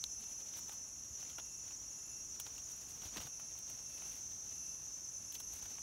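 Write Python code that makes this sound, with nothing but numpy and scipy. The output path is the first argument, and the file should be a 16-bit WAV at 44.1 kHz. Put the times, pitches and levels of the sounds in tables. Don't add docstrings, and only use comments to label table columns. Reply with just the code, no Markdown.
import sys
import numpy as np
from scipy import signal
from scipy.fft import rfft, irfft
from scipy.io import wavfile
from scipy.ndimage import uniform_filter1d

SR = 44100
rng = np.random.default_rng(int(sys.argv[2]) if len(sys.argv) > 2 else 0)


def wav_record(signal):
    frames = np.transpose(np.atleast_2d(signal))
    bounded = np.clip(frames, -1, 1)
    quanta = np.round(bounded * 32767).astype(np.int16)
    wavfile.write(sys.argv[1], SR, quanta)


N = 256785
T = np.arange(N) / SR

# (frequency [Hz], relative level [dB])
ABDOMEN_RESONANCE = [(4500, -39), (5050, -23.5), (5350, -11.5), (5680, -1.5), (6000, 1.5), (6280, 3.5),
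                     (6520, -5.5), (6800, -5.5), (7100, -14), (7400, -18), (7800, -24), (9800, -26),
                     (12000, -34.5)]
# (middle [s], length [s], crunch level [dB], crisp edge level [dB])
LITTER_STROKES = [(0.219, 0.046, -71, -69.5), (0.461, 0.27, -67.5, -69.5), (0.589, 0.05, -69.5, -60),
                  (0.712, 0.074, -69.5, -61), (1.253, .16, -69, -74), (1.702, 0.085, -66.5, -73),
                  (2.488, .24, -71.5, -71.5), (2.765, 0.13, -70.5, -64), (2.928, 0.095, -70.5, -64),
                  (3.051, 0.088, -64.5, -64.5), (3.18, 0.093, -58.5, -62.5), (3.248, 0.055, -64, -64.5),
                  (3.652, 0.4, -71, -71.5), (4.014, 0.21, -68.5, -67), (4.15, 0.077, -67, -61.5),
                  (4.448, 0.62, -75, -74), (5.351, .07, -72, -73), (5.558, 0.079, -69, -62),
                  (5.68, 0.19, -67, -64.5)]


def undb(db):
    return 10 ** (np.asarray(db) / 20)


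def unit(x):
    return x / np.sqrt(np.mean(x ** 2))


def curve(rows):
    times, values = np.transpose(rows)
    return np.interp(T, times, values)


def colour(x, points):
    hz, db = np.transpose(points)
    f = np.maximum(np.arange(N // 2 + 1) * SR / N, 1)
    gain = undb(np.interp(np.log(f), np.log(np.sort(hz)), db))
    return unit(irfft(rfft(x) * gain, N))


def noise():
    return rng.standard_normal(N)


def walk(rate):
    k = max(int(SR / rate), 2)
    steps = np.repeat(rng.standard_normal(N // k + 1), k)
    smooth = uniform_filter1d(uniform_filter1d(steps, k), k)
    return unit(smooth[:N])


def forest(x, t60, direct):
    tail = noise() * np.exp(-np.log(1000) * T / t60)
    tail /= np.sqrt(np.sum(tail ** 2))
    tail[0] += direct
    lead = np.concatenate([x[:SR][::-1], x])
    return unit(signal.fftconvolve(lead, tail[:SR])[SR:SR + N])


def cicada(rate_hz, flutter, flutter_hz, jitter, rough):
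    sway = np.sin(2 * np.pi * np.cumsum(flutter_hz * (1 + .25 * walk(12))) / SR)
    phase = np.cumsum(rate_hz * (1 + flutter * sway + jitter * walk(170))) / SR
    at = np.interp(np.arange(1, int(phase[-1])), phase, np.arange(N))
    size = 1 + rough * rng.standard_normal(len(at))
    taps = at.astype(int)[:, None] + np.arange(-7, 9)
    offset = taps - at[:, None]
    pulse = np.sinc(offset) * np.cos(np.pi * offset / 16) ** 2
    weights = (size[:, None] * pulse).ravel()
    clicks = np.bincount(np.clip(taps, 0, N - 1).ravel(), weights, N)
    return colour(clicks, ABDOMEN_RESONANCE)


def cicadas():
    # (time [s], tymbal click rate [Hz])
    click_rate = [(0, 294.2), (.45, 294.6), (.9, 297.5), (1.5, 298.2), (2.2, 298.3), (2.9, 299.6),
                  (3.15, 301), (3.4, 304), (4, 304.2), (4.6, 305), (5.2, 305.2), (5.8, 303.6)]
    # (time [s], level [dB])
    near_level = [(0, -48), (.8, -49.5), (2.2, -48.5), (3.2, -49), (4.2, -49), (5, -50.5), (5.8, -50)]
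    # (time [s], level [dB])
    second_level = [(0, -62.5), (3, -60), (3.6, -75), (4.6, -53), (5.8, -52.5)]
    rate_hz = curve(click_rate)
    flutter = np.interp(rate_hz, [294, 299, 305], [.0045, .006, .0095])
    near = cicada(rate_hz, flutter, flutter_hz=13, jitter=.0036, rough=.09)
    second = cicada(np.full(N, 610.), flutter=.007, flutter_hz=19, jitter=.003, rough=.1)
    near = forest(near, t60=0.51, direct=0.16) * undb(curve(near_level))
    second = forest(second, t60=1.0, direct=0.18) * undb(curve(second_level))
    crowd = colour(noise(), ABDOMEN_RESONANCE) * undb(-70.5)
    return (near + second + crowd) * undb(.5 * walk(22.11))


def rustle(crunch_db=2.0, edge_db=2.5):
    clumps = undb(2.5 * walk(70))
    scuff = colour(crackle(rate=4000, spread_db=1.5),
                   [(30, -3), (90, 8.0), (300, 5.5), (700, 3.5), (1800, -3.0), (3000, -6.5), (8000, -12)])
    crunch = colour(crackle(rate=2200, spread_db=4.0),
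                    [(800, -27), (2400, -0.5), (3800, -1.5), (6000, -1.0), (10000, -23.5)])
    edge = colour(crackle(rate=2600, spread_db=4.0), [(3000, -8), (7500, 3.5), (11000, 2.5), (15500, -3.5)])
    press, crisp = pressure()
    body = press * undb(crunch_db) * (undb(-0.5) * scuff + crunch)
    return clumps * (body + crisp * undb(edge_db) * edge)


def crackle(rate, spread_db):
    size = undb(spread_db * np.minimum(rng.exponential(size=N), 4))
    energy = (rng.random(N) < rate / SR) * size ** 2
    smeared = signal.lfilter([1], [1, -np.exp(-1 / (.0006 * SR))], energy)
    return np.sqrt(smeared + 1e-18) * noise()


def pressure():
    rest_crunch_db, rest_edge_db = -78, -78
    power = undb(2 * np.array([[rest_crunch_db], [rest_edge_db]]))
    for middle, length, crunch_db, edge_db in LITTER_STROKES:
        swell = np.exp(-(2 * (T - middle) / length) ** 2)
        power = power + undb(2 * np.array([[crunch_db], [edge_db]])) * swell
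    return np.sqrt(power)


def snaps(decay_s=0.0035, tail_s=0.017, tail_db=-18):
    # (time [s], hollow body level [dB], crack level [dB], crisp edge level [dB])
    loud_snaps = [(.5347, -59.5, -56, -65), (.6935, -53.5, -56, -63), (.7203, -56, -70, -58),
                  (1.2274, -54.5, -71, -60), (1.2978, -72, -53, -57), (1.384, -45, -60, -59),
                  (1.3976, -59, -54, -64), (2.399, -54.5, -47.5, -40), (2.4649, -51, -55, -69),
                  (2.58, -59, -57, -54), (2.7164, -76, -71, -54), (3.161, -50, -62, -55),
                  (3.1702, -46, -44.5, -57), (3.1792, -53, -57, -63), (3.2167, -57, -59, -62),
                  (3.3967, -53, -80, -57), (3.5874, -81, -62.5, -51), (3.698, -64, -62, -50.5),
                  (4.0207, -57, -55, -61), (5.3233, -75, -55, -48.5), (5.3424, -74, -65, -47),
                  (5.3515, -75, -46, -54), (5.401, -55.5, -55, -45.5), (5.5353, -67, -61, -51),
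                  (5.656, -58, -55, -66), (5.783, -52.5, -75, -66)]
    bands = [(1.56, leaf_body()),
             (2.03, [(1800, -16), (2800, 1), (3400, 4), (4500, -2.5), (7000, 0), (10000, -18)]),
             (2.2, [(4500, -32), (7500, 0.5), (11000, 1.5), (15500, 4)])]
    build_s = 0.0016
    age = np.arange(-SR // 20, SR // 20) / SR - .0012
    after = np.maximum(age, 0)
    build = np.exp(np.minimum(age, 0) / build_s)
    shape = build * (np.exp(-after / decay_s) + undb(tail_db) * np.exp(-after / tail_s))
    rows = np.vstack([loud_snaps, twigs()])
    out = 0
    for levels, (gain_db, spectrum) in zip(rows.T[1:], bands):
        blows = np.bincount((rows[:, 0] * SR).astype(int), undb(levels + gain_db), N)
        envelope = signal.fftconvolve(blows, shape, "same")
        out = out + envelope * colour(noise(), spectrum)
    return out


def leaf_body():
    # (frequency [Hz], width [Hz], relative level [dB])
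    leaf_modes = [(840, 410, 4), (1040, 190, -5), (1420, 240, 0), (2070, 350, -8), (2790, 350, 1)]
    hz = np.geomspace(100, 8000, 120)
    power = 0
    for f, width, db in leaf_modes:
        detuning = (hz / f - f / hz) * f / width
        power = power + undb(2 * db) / (1 + detuning ** 2)
    return np.column_stack([hz, 10 * np.log10(power)])


def twigs(count=2):
    over_db, spread_db = 1, 4
    middle, length, crunch_db, edge_db = np.repeat(LITTER_STROKES, count, axis=0).T
    chance = rng.uniform(-0.92, 1, (len(middle), 4)).T
    levels = np.array([crunch_db, crunch_db, edge_db]) + over_db + spread_db * np.sqrt(3) * chance[1:]
    at = np.clip(middle + chance[0] * length / 2, 0, T[-1])
    return np.column_stack([at, *levels])


def blade_tick(edge_db=-30, lead_s=.0006, edge_s=.0003):
    # (time [s], ring frequency [Hz], peak level [dB], half length [s])
    blade_ring = (.0407, 3950, -25.5, .0005)
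    at, hz, db, half = blade_ring
    ring = undb(db) * np.exp(-((T - at) / half) ** 2) * np.sin(2 * np.pi * hz * (T - at))
    scrape = colour(noise(), [(500, -1), (7000, 8), (15000, -2)])
    contact = np.exp(-np.abs(T - at + lead_s) / edge_s) * scrape
    return ring + undb(edge_db) * contact


def low_thuds(decay_s=0.011):
    # (time [s], frequency [Hz], initial level [dB])
    thud_rows = [(0.061, 60, -48), (.165, 60, -51), (1.108, 69, -46.5), (3.054, 81.4, -46),
                 (3.165, 338, -46), (3.174, 208, -45.5), (3.192, 82, -46.5), (3.251, 141, -46.5),
                 (5.534, 89.5, -55), (5.628, 65, -48.5)]
    out = 0
    for at, hz, db in thud_rows:
        age = np.maximum(T - at, 0)
        out = out + undb(db) * np.exp(-age / decay_s) * np.sin(2 * np.pi * hz * age)
    return out


def tree_crickets():
    # (middle [s], length [s], frequency [Hz], level [dB])
    wing_trills = [(1.1, 2.2, 5606, -64), (1.1, 1.2, 6402, -62), (3.8, 1.9, 5605, -60),
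                   (4.3, .6, 6255, -61), (4.75, 1.2, 5926, -61), (4.8, 1.5, 5272, -70)]
    out = 0
    for middle, length, hz, db in wing_trills:
        swell = np.cos(np.pi * np.clip((T - middle) / length, -.5, .5))
        tone = unit(np.sin(2 * np.pi * np.cumsum(hz + 6 * walk(60)) / SR))
        out = out + undb(db) * swell * tone
    return out


def crickets_and_raspy_insects(uneven_db=2.5):
    # (cricket frequency [Hz], middle of first call [s], period [s], cricket level [dB], raspy high level [dB])
    callers = [(2654, .2, .632, -76, -70), (2722, .4, .83, -81, -71.5), (2700, .2, .63, -85, -75),
               (2800, .45, .85, -81, -78), (2880, .35, .86, -90, -76)]
    sag = 0.00299
    out = 0
    for hz, first, period, low_db, high_db in callers:
        turn = 2 * np.pi * (T - first) / period
        call = (.55 + .45 * np.cos(turn)) ** .8 * undb(uneven_db * walk(4))
        pitch_hz = hz * (1 - sag * np.sin(turn) + .0022 * walk(70))
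        phase = 2 * np.pi * np.cumsum(pitch_hz) / SR
        rasp = np.sin(4 * phase + 1.3 * walk(330))
        low = forest(np.sin(phase + 0.99 * walk(110)), t60=0.2, direct=1.0)
        high = forest(rasp, t60=0.23, direct=0.73)
        out = out + call * (undb(low_db) * low + undb(high_db) * high)
    return out


def background():
    # (frequency [Hz], relative level per Hz [dB])
    air_spectrum = [(25, -6.5), (55, 0.5), (120, -4.5), (300, -11), (480, -16.5), (720, -16), (1100, -17.5),
                    (2000, -22.5), (3300, -24), (4800, -24), (6500, -60)]
    # (frequency [Hz], relative level per Hz [dB])
    hiss_spectrum = [(2500, -54), (3000, -14), (3150, -2), (3350, -3), (4800, -20), (6000, 20), (8000, 0),
                     (10000, -1.5), (12500, 4), (15500, -22)]
    air = colour(noise(), air_spectrum) * undb(-63.5 + .5 * walk(4.76))
    far_insects = colour(noise(), hiss_spectrum) * undb(-64 + 0.47 * walk(2.2))
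    return air + far_insects


def scene():
    insects = cicadas() + tree_crickets() + crickets_and_raspy_insects()
    knife_work = rustle() + snaps() + blade_tick()
    return (insects + knife_work + low_thuds() + background())[None]


def record(dry):
    thin = signal.sosfilt(signal.butter(4, 37, "high", fs=SR, output="sos"), dry)
    top_hz = 15700
    return signal.sosfilt(signal.ellip(10, .2, 70, top_hz, fs=SR, output="sos"), thin)


dry = scene()
out = record(dry)
wav_record(out)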